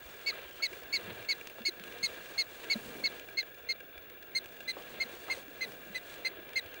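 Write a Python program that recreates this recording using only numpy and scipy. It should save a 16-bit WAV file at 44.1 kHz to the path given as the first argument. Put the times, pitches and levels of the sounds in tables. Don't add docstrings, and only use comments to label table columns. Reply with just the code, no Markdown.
import sys
import numpy as np
from scipy import signal
from scipy.fft import rfft, irfft, next_fast_len
from scipy.io import wavfile
from scipy.ndimage import uniform_filter1d

SR = 44100
rng = np.random.default_rng(int(sys.argv[2]) if len(sys.argv) > 2 else 0)


def pcm_store(signal):
    levels = np.round(np.clip(np.atleast_2d(signal), -1, 1) * 32767)
    wavfile.write(sys.argv[1], SR, levels.astype(np.int16).T)


N = 299880


def undb(db):
    return 10 ** (np.asarray(db) / 20)


def unit(x):
    return x / np.sqrt(np.mean(x ** 2))


def colour(x, points):
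    hz, db = np.transpose(points)
    size = next_fast_len(N)
    axis = np.log(np.arange(size // 2 + 1) * SR / size + 1)
    gain = undb(np.interp(axis, np.log(hz), db))
    return irfft(rfft(x, size) * gain, size)[:N]


def walk(rate, count=N):
    k = int(SR / rate)
    steps = np.repeat(rng.standard_normal(count // k + 1), k)
    return 1.3 * uniform_filter1d(uniform_filter1d(steps, k), k)[:count]


def grains(per_s, spread_db, smear_s):
    where = rng.random(N)
    size = np.minimum(rng.exponential(size=N), 2.5)
    hits = (where < per_s / SR) * undb(2 * spread_db * size)
    keep = np.exp(-1 / (smear_s * SR))
    envelope = np.sqrt(signal.lfilter([1], [1, -keep], hits))
    return envelope * rng.standard_normal(N)


def add(out, s, x):
    i = max(int(s * SR), 0)
    out[i:i + len(x)] += x[:N - i]


# (frequency [Hz], width of one pass [Hz], gain [dB])
HOUSING = [(381, 160, 1), (487.4, 194, 6), (621, 138, -0.5), (1639.3, 149, 6), (2356, 151, 0.5),
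           (2757, 133, 1), (3460, 177, -3), (4200, 900, -68)]


def housing(x):
    out = 0
    for hz, width, db in HOUSING:
        b, a = signal.iirpeak(hz, hz / width, SR)
        once = signal.lfilter(b, a, x)
        out = out + undb(db) * signal.lfilter(b, a, once)
    return out


# (time [s], slosh level [dB], spray level [dB], churned mud level [dB])
POOL = [(0.0, -57.5, -56, -78), (0.3, -51.5, -56, -80), (0.55, -54.5, -59, -84), (0.87, -54, -59.5, -61),
        (1.12, -49.5, -59, -58), (1.35, -56, -57, -67), (1.7, -58.5, -62.5, -63), (2.06, -51, -53, -60.5),
        (2.48, -58.5, -58, -70.5), (2.9, -54.5, -54, -51), (3.11, -55, -54, -60.5), (3.45, -62.5, -67, -69),
        (4.05, -61, -73, -65.5), (4.49, -59.5, -62.5, -65), (4.98, -53, -60, -58.5),
        (5.27, -54, -53.5, -66), (5.68, -58, -64, -56), (5.95, -54, -59, -62), (6.2, -55, -57, -72),
        (6.45, -57, -68.5, -62.5), (6.8, -58, -63.5, -70)]
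# (frequency [Hz], relative gain [dB])
SLOSH = [(100, -28), (250, -2), (500, -2.5), (1000, -3), (2000, -1.5), (3800, -7), (4700, -17.5),
         (5300, -49), (9000, -29)]
SPRAY = [(2000, 2.5), (4400, 1), (5300, -6), (6500, -3), (9000, -6), (12000, -14), (15000, -32)]
MUD = [(40, -39), (90, -8.5), (220, 2), (400, 0.5), (2000, -24)]  # (frequency [Hz], relative gain [dB])
SURGE_DB, SURGES_PER_S = 2, 18


def pool():
    s, *columns = np.transpose(POOL)
    t = np.arange(N) / SR
    slosh_db, spray_db, mud_db = (np.interp(t, s, c) + SURGE_DB * walk(SURGES_PER_S) for c in columns)
    water = colour(grains(600, spread_db=5.0, smear_s=0.0088), SLOSH)
    slosh = (unit(water) + 0.57 * unit(housing(water))) * undb(slosh_db)
    spray = unit(colour(grains(900, spread_db=0.5, smear_s=0.0034), SPRAY)) * undb(spray_db)
    mud = unit(colour(grains(110, spread_db=0.5, smear_s=0.038), MUD)) * undb(mud_db)
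    return slosh + spray + mud


# (frequency [Hz], relative gain [dB])
AIR = [(20, -13), (45, 2), (72, 7.5), (110, 3.5), (250, -6), (700, 2), (1000, -27), (1400, 6.5),
       (2000, -34), (4000, -68), (5200, -21.5), (13000, -22), (14300, -21), (14800, -26), (15200, -28)]
AIR_DB = -63.5


def air():
    return unit(colour(rng.standard_normal(N), AIR)) * undb(AIR_DB)


FAINT_TICKS_PER_S, FIRST_TICK_S, TICK_JITTER_S = 23.44, 0.006, 0.003
FAINT_SNAP_DB, FAINT_RING_DB, FAINT_SPREAD_DB = -54.5, -45, 2.5


def faint_ticks():
    times = np.arange(FIRST_TICK_S, N / SR, 1 / FAINT_TICKS_PER_S)
    late, snap, ring = rng.standard_normal((len(times), 3)).T
    times = times + TICK_JITTER_S * late
    snap_db = FAINT_SNAP_DB + FAINT_SPREAD_DB * snap
    ring_db = FAINT_RING_DB + FAINT_SPREAD_DB * ring
    return list(zip(times, snap_db, ring_db))


# (time [s], dry snap level [dB], level sent through the resonances [dB])
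TICKS = [(0.2134, -44, -45), (0.379, -46, -29), (0.4179, -46, -46), (0.5104, -45, -36),
         (0.7307, -39.5, -27), (0.835, -41.5, -46), (1.227, -44, -32), (1.249, -42, -30),
         (1.4117, -40, -26.5), (1.4722, -34, -46), (1.499, -43, -48), (1.6181, -42, -26),
         (1.7977, -41, -46), (1.838, -37.5, -46), (1.8775, -42, -23.5), (1.924, -41, -39),
         (1.9866, -43, -46), (2.2591, -42, -29), (2.6435, -41, -55), (3.197, -39, -49),
         (3.2869, -41.5, -27), (3.4287, -41, -29), (3.5458, -44, -30.5), (3.8049, -43.5, -26),
         (3.979, -43.5, -31), (4.099, -43.5, -54), (4.2268, -43, -30), (4.4413, -44, -45),
         (4.4588, -41, -50), (4.567, -43.5, -30), (4.6055, -40, -24), (4.823, -43, -44), (5.4814, -46, -56),
         (5.7203, -41, -48), (6.099, -44, -25), (6.1413, -42, -40), (6.4918, -43, -50), (6.5336, -43, -28),
         (6.6612, -44, -49), (6.7431, -40.5, -36)]
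SNAP = [(1000, 8.5), (2500, 20.5), (4500, 7.5), (6000, 6), (10000, -2.0), (14000, -4)]  # (frequency [Hz], gain [dB])
RING = [(600, 2.3), (1500, 10.5), (4000, 8.9)]  # (frequency [Hz], gain [dB])
CHATTER_S = 0.0026
WHIRR_DB, WHINE_DB, WHINE_HZ = -54.5, -54.5, 15620.6


def camera():
    rattle = unit(housing(grains(500, spread_db=2.0, smear_s=0.0012)))
    whirr = rattle * undb(WHIRR_DB + 1.0 * walk(2.86))
    snap, ring = np.zeros(N), np.zeros(N)
    t = np.arange(800) / SR
    for s, snap_db, ring_db in TICKS + faint_ticks():
        puff = .3 * rng.standard_normal(len(t)) * np.exp(-t / CHATTER_S)
        puff[0] = 1
        add(snap, s, undb(snap_db) * puff)
        add(ring, s, undb(ring_db) * puff)
    snap = colour(snap, SNAP)
    ring = housing(colour(ring, RING))
    tone = np.sqrt(2) * np.sin(2 * np.pi * WHINE_HZ * np.arange(N) / SR)
    whine = undb(WHINE_DB + .45 * walk(5.1)) * tone
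    return whirr + snap + ring + whine


# (time [s], pitch [Hz], level [dB])
THUDS = [(0.044, 55, -53), (0.442, 54, -58), (0.826, 55, -57), (2.867, 50, -53), (3.962, 50, -56),
         (4.978, 55, -57), (5.3, 60, -59), (6.536, 90, -56), (6.639, 89, -53)]
THUD_S = 0.045


def thuds():
    out = np.zeros(N)
    for s, hz, db in THUDS:
        t = np.arange(int(THUD_S * SR)) / SR
        swell = np.sin(np.pi * t / THUD_S) ** 2
        add(out, s, undb(db) * swell * np.sin(2 * np.pi * hz * t))
    return out


SCATTER_DB, SCATTER_S = -25.5, 0.019


def scatter(x):
    t = np.arange(int(5 * SCATTER_S * SR)) / SR
    tail = rng.standard_normal(len(t)) * np.exp(-t / SCATTER_S)
    tail = tail / np.linalg.norm(tail)
    return x + undb(SCATTER_DB) * signal.fftconvolve(x, tail)[:N]


# (time [s], length [s], top pitch [Hz],
# last pitch [Hz], first partial's level [dB], partials 2, 3 and 4 against the first [dB] x 3,
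# second voice's level mid-bark [dB])
BARKS = [(0.2605, 0.054, 2248, 1896, -28, -3, -20, -41, -12.5),
         (0.6209, 0.051, 2216, 1860, -26, -2.5, -17.5, -32, -15.5),
         (0.9248, 0.054, 2244, 1866, -26.5, -1.5, -17.5, -34, -16.5),
         (1.2846, 0.051, 2219, 1865, -25.5, -1.5, -16.5, -35, -16),
         (1.65, 0.049, 2214, 1920, -28, 0.5, -13.5, -27.5, -17),
         (2.027, 0.045, 2181, 1940, -28, 1, -10, -26.5, -15.5),
         (2.377, 0.051, 2187, 1975, -26.5, 0.5, -14.5, -29.5, -17),
         (2.6974, 0.047, 2230, 1890, -25, -2, -18, -36, -18.5),
         (3.0367, 0.044, 2206, 1900, -25.5, -1.5, -19.5, -47, -21),
         (3.37, 0.048, 2160, 1920, -26.5, -2.5, -21.5, -39.5, -18),
         (3.687, 0.043, 2147, 2090, -27.5, -2, -18, -34, -22),
         (4.348, 0.043, 2125, 2090, -26.5, -1.5, -16, -24, -27),
         (4.6765, 0.0435, 2062, 2010, -30, -1.5, -18.5, -26.5, -15.5),
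         (4.999, 0.043, 2150, 2020, -25.5, -7.5, -22.5, -35, -19),
         (5.297, 0.047, 2123, 1990, -27, -10.5, -21.5, -31, -15.5),
         (5.607, 0.049, 2084, 1910, -28, -8.5, -20, -39, -15),
         (5.9453, 0.042, 2028, 1940, -31, -8, -21.5, -29.5, -11.5),
         (6.2461, 0.041, 2086, 2125, -26.5, -6.5, -21.5, -29, -16),
         (6.556, 0.045, 2128, 1840, -24.5, -7.5, -20, -34.5, -16.5)]
# (frequency [Hz], gain [dB])
THROAT = [(3000, -2), (4900, 0), (5400, -14), (5900, -1.5), (6200, -1)]
# (level [dB], level [dB])
TOP_PARTIALS_DB = [-12, -21.5]
SCOOP_HZ = 103
SECOND_SHARE = 0.238
SECOND_GROWS_DB = 3


def prairie_dog(top_at=.35, breath_db=-19.5):
    out = np.zeros(N)
    for s, length, top_hz, last_hz, db, *upper_db, voice2_db in BARKS:
        u = np.arange(int(length * SR)) / (length * SR)
        count = len(u)
        rising = u < top_at
        edge_hz = np.where(rising, top_hz - SCOOP_HZ, last_hz)
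        reach = np.where(rising, (top_at - u) / top_at, (u - top_at) / (1 - top_at))
        arch = reach ** np.where(rising, 2.6, 2.1)
        hz = top_hz + (edge_hz - top_hz) * arch + 12 * walk(349, count=count)
        hook_hz = max(260 - 1.0 * (top_hz - last_hz), 0)
        hz -= np.where(rising, 50, hook_hz) * reach ** 7
        phase = 2 * np.pi * np.cumsum(hz) / SR
        beat = 2 * np.pi * np.cumsum(SECOND_SHARE * hz + 60 * walk(400, count=count)) / SR

        second_db = voice2_db + SECOND_GROWS_DB * (2 * u - 1)
        second = undb(second_db + 2.5 * walk(250, count=count)) * np.clip(u / .25, 0, 1)
        wobble = 1 + second * (np.exp(1j * beat) + 0.22 * np.exp(-1j * beat))
        fade_in = np.sin(np.pi / 2 * np.clip(u / 0.11, 0, 1))
        fade_out = np.sin(np.pi / 2 * np.clip((1 - u) / 0.094, 0, 1))

        rise_db = [-44, -35, -42, -53, -30, -22]
        droop_db = [-52.0, -16.5, -39, 6, -19, -42]
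        top_partials_db = [np.mean(upper_db[-2:]) + top_db for top_db in TOP_PARTIALS_DB]
        levels = db + np.array([0, *upper_db] + top_partials_db)
        bark = 0
        for k, (partial_db, rise, droop) in enumerate(zip(levels, rise_db, droop_db)):
            before = rise * np.minimum(u - .42, 0) ** 2
            after = droop * np.maximum(u - .42, 0) ** 1.78
            shape = undb(partial_db + before + after + 1.22 * walk(306, count=count))
            slow_blur = walk(900, count=count) + 1j * walk(820, count=count)
            fast_blur = walk(4000, count=count) + 1j * walk(4000, count=count)
            breath_gain = undb(breath_db + 5.5 * k + .5 * (second_db + 15))
            breath = breath_gain * (slow_blur + 0.48 * fast_blur) * np.exp(.5j * beat)
            carrier = np.exp(1j * (k + 1) * (phase + np.pi) + 1j * np.pi * (k == 0))
            bark = bark - shape * np.real((wobble + breath) * carrier)
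        add(out, s, fade_in * fade_out * bark)
    return scatter(colour(out, THROAT))


# (time [s], length [s], top pitch [Hz], depth of the pitch arch [Hz], level [dB])
FAR_CALLS = [(0.297, 0.45, 3090, 454, -62), (6.332, 0.076, 3240, 500, -61), (6.676, 0.066, 3100, 500, -59)]


def far_calls():
    out = np.zeros(N)
    for s, length, top_hz, arch_hz, db in FAR_CALLS:
        u = np.arange(int(length * SR)) / (length * SR)
        phase = 2 * np.pi * np.cumsum(top_hz - arch_hz * (2 * u - 1) ** 2) / SR
        blur = .6 + walk(700, count=len(u))
        swell = np.sin(np.pi * u)
        add(out, s, undb(db) * np.sqrt(2) * swell * blur * np.sin(phase))
    return out


# (time [s], starting pitch [Hz], peak level [dB])
PLOPS = [(0.324, 1240, -42), (0.601, 1310, -40.5), (0.715, 350, -47), (1.041, 108, -50), (1.075, 177, -45),
         (1.111, 115, -45.5), (1.19, 109, -53.5), (1.604, 222, -43.5), (1.683, 347, -37), (1.801, 192, -49),
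         (2.029, 181, -49), (2.752, 573, -39), (2.754, 215, -32), (2.855, 222, -48), (2.896, 231, -45),
         (2.955, 338, -45), (3.025, 684, -47), (4.766, 510, -42), (5.049, 228, -48.5), (5.285, 710, -44),
         (5.298, 960, -45), (5.372, 520, -39.5), (5.478, 288, -46), (5.899, 198, -46), (6.31, 360, -46.5),
         (6.382, 333, -42)]
PLOP_FADE_S, PLOP_REF_HZ = 0.012, 296
PLOP_SWELL = 0.45
PLOP_RISE = 0.053


def plops():
    out = np.zeros(N)
    for s, hz, db in PLOPS:
        fade = PLOP_FADE_S * (PLOP_REF_HZ / hz) ** 0.53
        swell = PLOP_SWELL * fade
        t = np.arange(int((swell + 5 * fade) * SR)) / SR
        shape = np.clip(t / swell, 0, 1) * np.exp(-(np.maximum(t - swell, 0) / fade) ** 1.75)
        rising_hz = hz * (1 + PLOP_RISE * (t / fade) / 2)
        add(out, s, undb(db) * shape * np.sin(2 * np.pi * np.cumsum(rising_hz) / SR))
    return out


# (time [s], crack level [dB], wash level [dB], wash fade [s], low edge [Hz], high edge [Hz])
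SLAPS = [(1.075, -52, -51, 0.093, 80, 500), (1.585, -40.5, -47, 0.0076, 347, 1000),
         (2.955, -45, -51, 0.024, 200, 900), (3.027, -48, -47, 0.0074, 400, 1500),
         (4.769, -34, -44, 0.025, 302, 935), (5.283, -45, -46.5, 0.043, 390, 1390),
         (5.372, -49, -57, 0.022, 348, 880)]


def slaps():
    out = np.zeros(N)
    for s, crack_db, wash_db, fade, low_hz, high_hz in SLAPS:
        t = np.arange(int(5 * fade * SR)) / SR
        wide = np.sqrt(SR / 2 / (high_hz - low_hz))
        burst = undb(wash_db) * wide * np.exp(-t / fade) * rng.standard_normal(len(t))
        burst[0] = undb(crack_db) * wide ** 2
        band = signal.butter(2, [low_hz, high_hz], "band", fs=SR, output="sos")
        add(out, s, signal.sosfilt(band, burst))
    return out


def scene():
    water = pool() + plops() + slaps()
    calls = prairie_dog() + far_calls()
    return (water + air() + camera() + thuds() + calls)[None]


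TOP_HZ = 15720


def record(dry):
    return signal.sosfilt(signal.ellip(12, .2, 60, TOP_HZ, fs=SR, output="sos"), dry)


dry = scene()
out = record(dry)
pcm_store(out)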